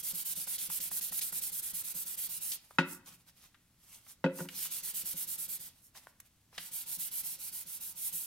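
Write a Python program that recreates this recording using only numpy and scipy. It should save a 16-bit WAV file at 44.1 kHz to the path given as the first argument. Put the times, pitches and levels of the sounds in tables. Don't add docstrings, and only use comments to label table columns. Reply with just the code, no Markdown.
import sys
import numpy as np
from scipy import signal
from scipy.fft import rfft, irfft
from scipy.io import wavfile
from scipy.ndimage import uniform_filter1d

SR = 44100
rng = np.random.default_rng(int(sys.argv[2]) if len(sys.argv) > 2 else 0)


def output_pcm(signal):
    pcm = np.clip(np.atleast_2d(signal).T, -1, 1) * 32767
    wavfile.write(sys.argv[1], SR, np.round(pcm).astype(np.int16))


N = 364266
TIME, HZ = np.arange(N) / SR, np.fft.rfftfreq(N, 1 / SR)

# (frequency [Hz], density [dB/Hz])
FLOOR_SPECTRUM = [(20, -15.5), (55, -9), (115, -7.5), (190, -13), (270, -15), (400, -26.5), (1000, -27.5),
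                  (5000, -28), (12000, -28), (16000, -32.5)]
# (frequency [Hz], t60 [s], strength [dB])
SHOP_BANDS = [(150, 0.84, -4), (500, .52, 0), (950, 0.54, -2.5), (1710, 0.46, 4), (4000, .36, 3.5),
              (12000, 0.097, 0)]
# (frequency [Hz], likeness [0-1])
STEREO_LIKENESS = [(60, 0.98), (150, 0.98), (800, 0.92), (1500, 0.81), (3000, 0.6), (7000, 0.3), (15000, 0)]
# (frequency [Hz], level difference [dB])
PAPER_LEFT_OVER_RIGHT = [(1000, .6), (2400, 1), (4400, -.1), (8100, -1.2), (11000, -2.9), (15000, -4.6)]

# (frequency [Hz], density [dB/Hz])
HISS_SPECTRUM = [(1500, -39.5), (3000, -36), (5000, -15.5), (7000, -7), (8600, -1), (11500, 2), (14000, 1),
                 (16000, -5.5)]
RASP_SPECTRUM = [(150, -26.5), (400, -25.5), (650, -19), (900, -15), (1150, -20), (1950, -6.5),
                 (2450, -2.5), (3100, 0), (4300, 2), (6000, 2), (10000, -6.5), (16000, -25)]
SWISH_SPECTRUM = [(2500, -27), (5500, -9), (8500, -1.5), (12500, 0), (16000, -8.5)]
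SCUFF_SPECTRUM = [(300, -14.5), (900, -4.5), (1800, -7.5), (2800, -2.5), (4200, -3.5), (5600, -2.5),
                  (8000, -13), (16000, -31.5)]
# (frequency [Hz], density [dB/Hz])
MURMUR_SPECTRUM = [(110, -10.5), (170, 8), (230, -3.5), (290, -15), (350, 2.5), (430, -13.5), (525, -1.5),
                   (630, -11.5), (930, -1.5), (1100, -7), (1450, 0), (1750, -8), (4000, -24.5)]
# (frequency [Hz], density [dB/Hz])
CLATTER_SPECTRUM = [(100, -21.5), (170, -0.5), (300, 2.5), (450, -14.5), (750, -10), (920, -6), (1120, -9),
                    (1500, -8), (2200, -12.5), (2700, -6), (4000, -11), (6000, -17), (16000, -24)]

# (frequency [Hz], level [dB], t60 [s])
BENCH_MODES = [(163.2, -8, 0.18), (188.2, -6, 0.13), (270.4, -12.5, 0.27), (360, -15, 0.26),
               (380.6, -19, 0.096), (571, -19.5, 0.15), (684, -18, 0.044), (866, -5.5, 0.027),
               (933, -1, 0.033), (1440, -10, 0.032), (1610, -7.5, 0.039), (1590, -11, .06),
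               (1890, -5.5, .028), (2015, -7.5, .045), (2761, -8, 0.02), (3359, -15.5, .014),
               (3838, -15, .012)]
# (frequency [Hz], level [dB], t60 [s])
BOARD_MODES = [(532, 3, 0.18), (1459, 9, .05), (2570, -1, 0.052), (4500, -9.5, .015)]

# (time [s], swish [dB], scuff [dB], half-width at 1/e [s])
GRIP_RUSTLES = [(2.92, -50, -60.5, .043), (3.084, -57.5, -56, .022), (3.137, -63, -62.5, .026),
                (3.288, -64, -63, .019), (3.441, -65.5, -63, .04), (3.943, -62, -65.5, .038),
                (4.105, -57, -65.5, .03), (4.402, -48.5, -56.5, .048), (4.52, -57.5, -59, .028),
                (5.855, -63, -83, .035), (5.97, -58, -54.5, .019), (6.266, -70, -71, .017),
                (6.56, -65, -59.5, .029)]
# (start [s], end [s])
FIDGET_SPANS = [(2.57, 2.78), (3.19, 3.22), (3.36, 3.39), (3.8, 4.13), (5.69, 5.8), (5.99, 6.12)]
# (time [s], level [dB], centre [Hz], decay [s])
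CONTACT_CLICKS = [(1.191, -35.5, 4100, .0034), (1.214, -38.5, 4400, .014), (2.517, -38, 4700, .016),
                  (2.708, -49.5, 895, .0042), (3.06, -50, 7000, .0039), (3.544, -57, 1800, .0075),
                  (3.944, -52, 6000, .01), (4.065, -55, 1490, .0039), (4.487, -40.5, 2180, .0055),
                  (4.487, -46, 9000, .004), (4.654, -48, 1600, .007), (5.95, -54.5, 1200, .0066),
                  (6.07, -39, 1050, .0015), (6.2, -54, 2000, .004), (6.201, -43.5, 10000, .004),
                  (6.528, -55, 700, .005), (6.579, -33, 2700, .006), (6.581, -47.5, 800, .004),
                  (6.595, -57, 2700, .035)]
# (time [s], bench [dB], board [dB], low-pass of contact [Hz], place struck [0-1])
BOARD_KNOCKS = [(2.7849, -18.3, -18.5, 3500, 0.18), (2.7872, -25.5, -18, 3800, 0.19),
                (2.7917, -30, -21, 2500, 0.18), (2.8075, -35, -29.5, 2180, 0.2),
                (4.2414, -16.3, -23.2, 640, 0.45), (4.2628, -36, -22.3, 1250, 0.47),
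                (4.388, -40, -46.5, 1800, 0.12), (4.396, -36.5, -39, 650, 0.18),
                (4.405, -25, -29, 196, 0.39), (4.453, -45.5, -52, 895, 0.14)]
# (time [s], peak level [dB])
BOARD_THUMPS = [(.135, -49.5), (.375, -50.5), (.69, -54), (.8, -55), (.918, -53.5), (1.114, -53),
                (1.327, -53.5), (1.738, -54), (1.954, -51), (5.038, -54), (5.145, -48), (6.584, -56),
                (6.974, -57), (8.14, -53.5)]

# (time [s], ...)
HAND_TURNS = [
    [-.085, .024, .133, .243, .347, .463, .576, .689, .797, .903, 1.005, 1.111, 1.205, 1.315, 1.408, 1.513,
     1.616, 1.73, 1.832, 1.937, 2.049, 2.165, 2.284, 2.399, 2.575],
    [4.53, 4.698, 4.82, 4.932, 5.041, 5.15, 5.263, 5.371, 5.476, 5.587, 5.705],
    [6.57, 6.706, 6.853, 6.979, 7.103, 7.228, 7.378, 7.512, 7.652, 7.796, 7.944, 8.114, 8.29],
]
# (first stroke [push +1, pull -1], softness of turns [0-1], push over pull [dB],
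#   fade over a stroke [dB], rasp at first [dB], fall of the rasp as the wood gets smoother [dB])
BOUT_MANNERS = [(-1, .42, 1.9, 1.6, -52, 2.2), (1, .58, .2, 2, -49.4, 6.5), (1, .54, -.3, .5, -53.3, 2.8)]
# (time [s], level [dB])
HAND_PRESSURE = [(0, -40.9), (.5, -42), (1.15, -39.9), (1.5, -41.2), (1.85, -43.2), (2.2, -42.4),
                 (2.55, -42.2), (4.53, -47), (4.63, -40.5), (4.88, -43), (5, -40.7), (5.15, -41.7),
                 (5.54, -41.6), (5.61, -50), (5.7, -51), (6.57, -52), (6.69, -51), (6.74, -44),
                 (7.17, -41.2), (7.42, -45.7), (7.92, -46.8), (8.06, -41.3), (8.26, -43.5)]
# (time [s], far end over near end [dB])
PUSH_LEAN = [(0, 1), (.7, 3), (1.15, 9), (1.45, 3), (2.4, 0), (5.6, 2), (6.7, 6.5), (7.3, 8), (7.9, 5),
             (8.15, 11)]

FLOOR_DB = -69.5
EAR_LAG_S = .00003
BAND_LIMIT_HZ = 15950
ON_EDGE_S = 6.6
USUAL_PRESSURE_DB, RASP_SHARE = -42, .35
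ROCK_PEAK_DB, ROCK_SCATTER_DB, ROCK_DELAY_S = -62, 1.5, .007
OVERRUN_START_S, OVERRUN_END_S = .4, 1.35
# (delay [s], level [dB], centre [Hz], decay [s])
TAP = (.0105, -44, 1120, .004)
SNAG = (.005, -42.5, 4800, .015)


def gain_of(db):
    return 10 ** (np.asarray(db) / 20)


def evened(x):
    return x / np.sqrt(np.mean(x ** 2) + 1e-20)


def read(points, hz):
    f, value = np.transpose(points)
    return np.interp(np.log(hz + 1), np.log(f + 1), value)


def follow(curve, time_s):
    return np.interp(time_s, *np.transpose(curve))


def add(mix, start_s, sound):
    part = mix[..., max(round(start_s * SR), 0):][..., :sound.shape[-1]]
    part += sound[..., :part.shape[-1]]


def panned(x, lean_db):
    return x * gain_of(np.array([[.5], [-.5]]) * lean_db)


def paired(x):
    a, b = rfft(x)
    hz = np.fft.rfftfreq(x.shape[1], 1 / SR)
    same = np.clip(read(STEREO_LIKENESS, hz), 0, 1)
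    mid = a * np.sqrt((1 + same) / 2)
    side = b * np.sqrt((1 - same) / 2)
    lag = np.exp(-2j * np.pi * hz * EAR_LAG_S)
    return irfft(np.array([mid + side, (mid - side) * lag]), x.shape[1])


def noise(spectrum, grain_db):
    unevenness = evened(uniform_filter1d(rng.standard_normal(N), size=14))
    spray = paired(rng.standard_normal((2, N)) * gain_of(grain_db * unevenness))
    return evened(irfft(rfft(spray) * gain_of(read(spectrum, HZ)), N))


def coloured_burst(length, colour):
    white = paired(rng.standard_normal((2, length)))
    return evened(irfft(rfft(white) * colour, length))


def waver(rate_hz):
    return evened(irfft(rfft(rng.standard_normal(N)) / (1 + (HZ / rate_hz) ** 2), N))


def patchy(x, depth_db):
    z = signal.stft(x, nperseg=512)[2]
    patches = uniform_filter1d(rng.standard_normal(z.shape[1:]), size=3, axis=0)
    patches = uniform_filter1d(patches, size=18, axis=1)
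    return evened(signal.istft(z * gain_of(depth_db * evened(patches)), nperseg=512)[1][:, :N])


def hollow(x, hz, width_hz):
    return evened(signal.lfilter(*signal.iirpeak(hz, hz / width_hz, fs=SR), x))


def ring(modes, spread_hz=2400):
    t, out = TIME[:SR // 2], 0
    for k, (hz, db, t60_s) in enumerate(modes):
        sign = (-1) ** k
        skew_rad = np.array([[1], [-1]]) * sign * min((hz / spread_hz) ** 4, 1)
        out = out + sign * gain_of(db - 60 * t / t60_s) * np.sin(2 * np.pi * hz * t + skew_rad)
    return out


def strokes():
    for turns, manner in zip(HAND_TURNS, BOUT_MANNERS):
        first, soft, push_db, fade_db, rasp_db, smoothing_db = manner
        for k, (start, end) in enumerate(zip(turns, turns[1:])):
            done = k / (len(turns) - 2)
            way = np.sign(first) * (-1) ** k
            yield start, end, way, (soft, push_db, fade_db, rasp_db - smoothing_db * done)


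def background():
    return gain_of(FLOOR_DB) * noise(FLOOR_SPECTRUM, grain_db=-1.5)


def shop(x, first_s=0.0052):
    taps = paired(rng.standard_normal((2, SR))) * (TIME[:SR] > first_s)
    hz, t, z = signal.stft(taps, SR, nperseg=256)
    t60_s = read([(f, t60) for f, t60, db in SHOP_BANDS], hz)[:, None]
    strength_db = read([(f, db) for f, t60, db in SHOP_BANDS], hz)[:, None]
    tail = signal.istft(z * gain_of(strength_db - 60 * t / t60_s), SR, nperseg=256)[1]
    return signal.fftconvolve(x, tail / np.linalg.norm(tail[0]), axes=1)[:, :N]


def fidgeting(swish_db=-71, scuff_db=-71.5, uneven_db=2.5):
    busy = sum(1. * ((TIME > start) & (TIME < end)) for start, end in FIDGET_SPANS)
    busy = uniform_filter1d(busy, size=1500)
    return gain_of([[swish_db], [scuff_db]]) * busy * gain_of(uneven_db * waver(rate_hz=14))


def handling():
    swish, scuff = fidgeting()
    for time_s, swish_db, scuff_db, half_s in GRIP_RUSTLES:
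        slide = np.exp(-np.minimum(((TIME - time_s) / half_s) ** 2, 20))
        swish += gain_of(swish_db) * slide
        scuff += gain_of(scuff_db) * slide
    paper = gain_of(4.5) * swish * noise(SWISH_SPECTRUM, grain_db=3.5)
    rustle = paper + scuff * noise(SCUFF_SPECTRUM, grain_db=3)
    return patchy(rustle, depth_db=2) * np.sqrt(np.mean(rustle ** 2))


def turn_clicks():
    for start, end, way, manner in strokes():
        if OVERRUN_START_S < start < OVERRUN_END_S:
            delay_s, *click = TAP if way > 0 else SNAG
            yield start + delay_s, *click


def clicks(octaves=0.74, skirt_db=-23, rise_s=.0007, trim_db=2):
    out, t = np.zeros((2, N)), TIME[:SR // 5]
    hz = np.fft.rfftfreq(len(t), 1 / SR) + 1
    for time_s, db, centre_hz, decay_s in [*CONTACT_CLICKS, *turn_clicks()]:
        peak = np.exp(-.5 * (np.log2(hz / centre_hz) / octaves) ** 2)
        skirt = gain_of(skirt_db) * hz / (hz + 500)
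        envelope = np.exp(-t / decay_s) * (1 - np.exp(-t / rise_s))
        add(out, time_s, gain_of(db + trim_db) * coloured_burst(len(t), peak + skirt) * envelope)
    return out


def push_force(length_s):
    u = TIME[:SR // 20] / length_s * 4 + .5
    return u * np.exp(-u) / np.sum(u * np.exp(-u))


def bumps(push_s=0.0072):
    out = np.zeros((2, N))
    body = ring(BENCH_MODES) + 0.45 * ring(BOARD_MODES)
    thud = signal.oaconvolve(body, push_force(push_s)[None], axes=1)
    thud = thud / np.abs(thud).max()
    rocks = [(start + ROCK_DELAY_S, ROCK_PEAK_DB + ROCK_SCATTER_DB * rng.standard_normal())
             for start, *_ in strokes() if start > 0]
    for time_s, peak_db in [*rocks, *BOARD_THUMPS]:
        add(out, time_s - push_s, gain_of(peak_db) * thud)
    return out


def board_struck_at(place):
    out = 0
    for k, mode in enumerate(BOARD_MODES):
        phase = (k + 1 + .5) * np.pi * place
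        motion = .5 * (np.cos(phase) - np.sin(phase) + np.exp(-phase))
        out = out + motion * ring([mode])
    return out


def knocks(clatter_db=-6, clatter_s=0.014, lowest_hz=110):
    out, t = np.zeros((2, N)), TIME[:SR // 2]
    bench = ring(BENCH_MODES)
    colour = gain_of(read(CLATTER_SPECTRUM, np.fft.rfftfreq(len(t), 1 / SR)))
    for time_s, bench_db, board_db, contact_hz, place in BOARD_KNOCKS:
        clatter = gain_of(clatter_db) * coloured_burst(len(t), colour) * np.exp(-t / clatter_s)
        body = gain_of(bench_db) * (bench + clatter) + gain_of(board_db) * board_struck_at(place)
        contact = signal.butter(1, min(contact_hz, SR / 3), fs=SR)
        add(out, time_s, signal.lfilter(*contact, body))
    bass_cut = signal.butter(2, lowest_hz, "high", fs=SR)
    return panned(signal.lfilter(*bass_cut, out), lean_db=0.6)


def hand(creep, rasp_power=.43):
    hiss, rasp, place = np.zeros((3, N))
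    for start, end, way, (soft, push_db, fade_db, rasp_db) in strokes():
        now = (TIME >= start) & (TIME < end)
        t = TIME[now]
        u = (t - start) / (end - start)
        swell_db = way * follow(PUSH_LEAN, t) - fade_db
        speed = creep + (1 - creep) * np.tanh((np.sin(np.pi * u) / soft) ** 2)
        drive = speed * gain_of(swell_db * (u - .5))
        press_db = follow(HAND_PRESSURE, t) + way * push_db / 2
        hiss[now] = gain_of(press_db) * drive
        rasp_press_db = RASP_SHARE * (press_db - USUAL_PRESSURE_DB)
        rasp[now] = gain_of(rasp_db + rasp_press_db) * drive ** rasp_power
        place[now] = (1 - way * np.cos(np.pi * u)) / 2
    return uniform_filter1d(np.array([hiss, rasp, place]), size=160, axis=1)


def bench_echo(x, place, near_s=.00028, travel_s=.00022):
    delay_s = near_s + travel_s * place
    echo = np.array([np.interp(TIME - delay_s * ear, TIME, side) for side, ear in zip(x, (1, 1.2))])
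    return evened(x + .3 * echo)


def sanding():
    hiss, rasp, place = hand(creep=0.1)
    on_edge = TIME > ON_EDGE_S
    grip = gain_of(0.81 * waver(rate_hz=60))
    hiss_noise = patchy(noise(HISS_SPECTRUM, grain_db=0.0), depth_db=1.74)
    bright = bench_echo(hiss_noise, place) * hiss * gain_of(4.5)
    dull = patchy(noise(RASP_SPECTRUM, grain_db=2.5), depth_db=2) * rasp * gain_of(2.5)
    murmur = noise(MURMUR_SPECTRUM, grain_db=2.5) * gain_of(-39.5 - 2.3 * on_edge)
    scrape = noise(SCUFF_SPECTRUM, grain_db=6)
    edge = hollow(scrape, hz=920, width_hz=110) + gain_of(-5) * hollow(scrape, hz=1440, width_hz=50)
    edge_level = on_edge * rasp * gain_of(-19 + 2 * waver(rate_hz=12))
    wood = murmur * np.sqrt(np.abs(rasp)) + edge * edge_level
    return grip * (bright + dull + wood)


def scene():
    paper = sanding() + handling() + clicks()
    paper = irfft(panned(rfft(paper), lean_db=read(PAPER_LEFT_OVER_RIGHT, HZ)), N)
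    wood = knocks() + bumps()
    room = shop(gain_of(-13.5) * paper + gain_of(-15.5) * wood)
    return paper + wood + room + background()


def record(dry):
    low_pass = signal.firwin(511, BAND_LIMIT_HZ, window=("kaiser", 9), fs=SR)
    return signal.oaconvolve(dry, low_pass[None], "same")


dry = scene()
out = record(dry)
output_pcm(out)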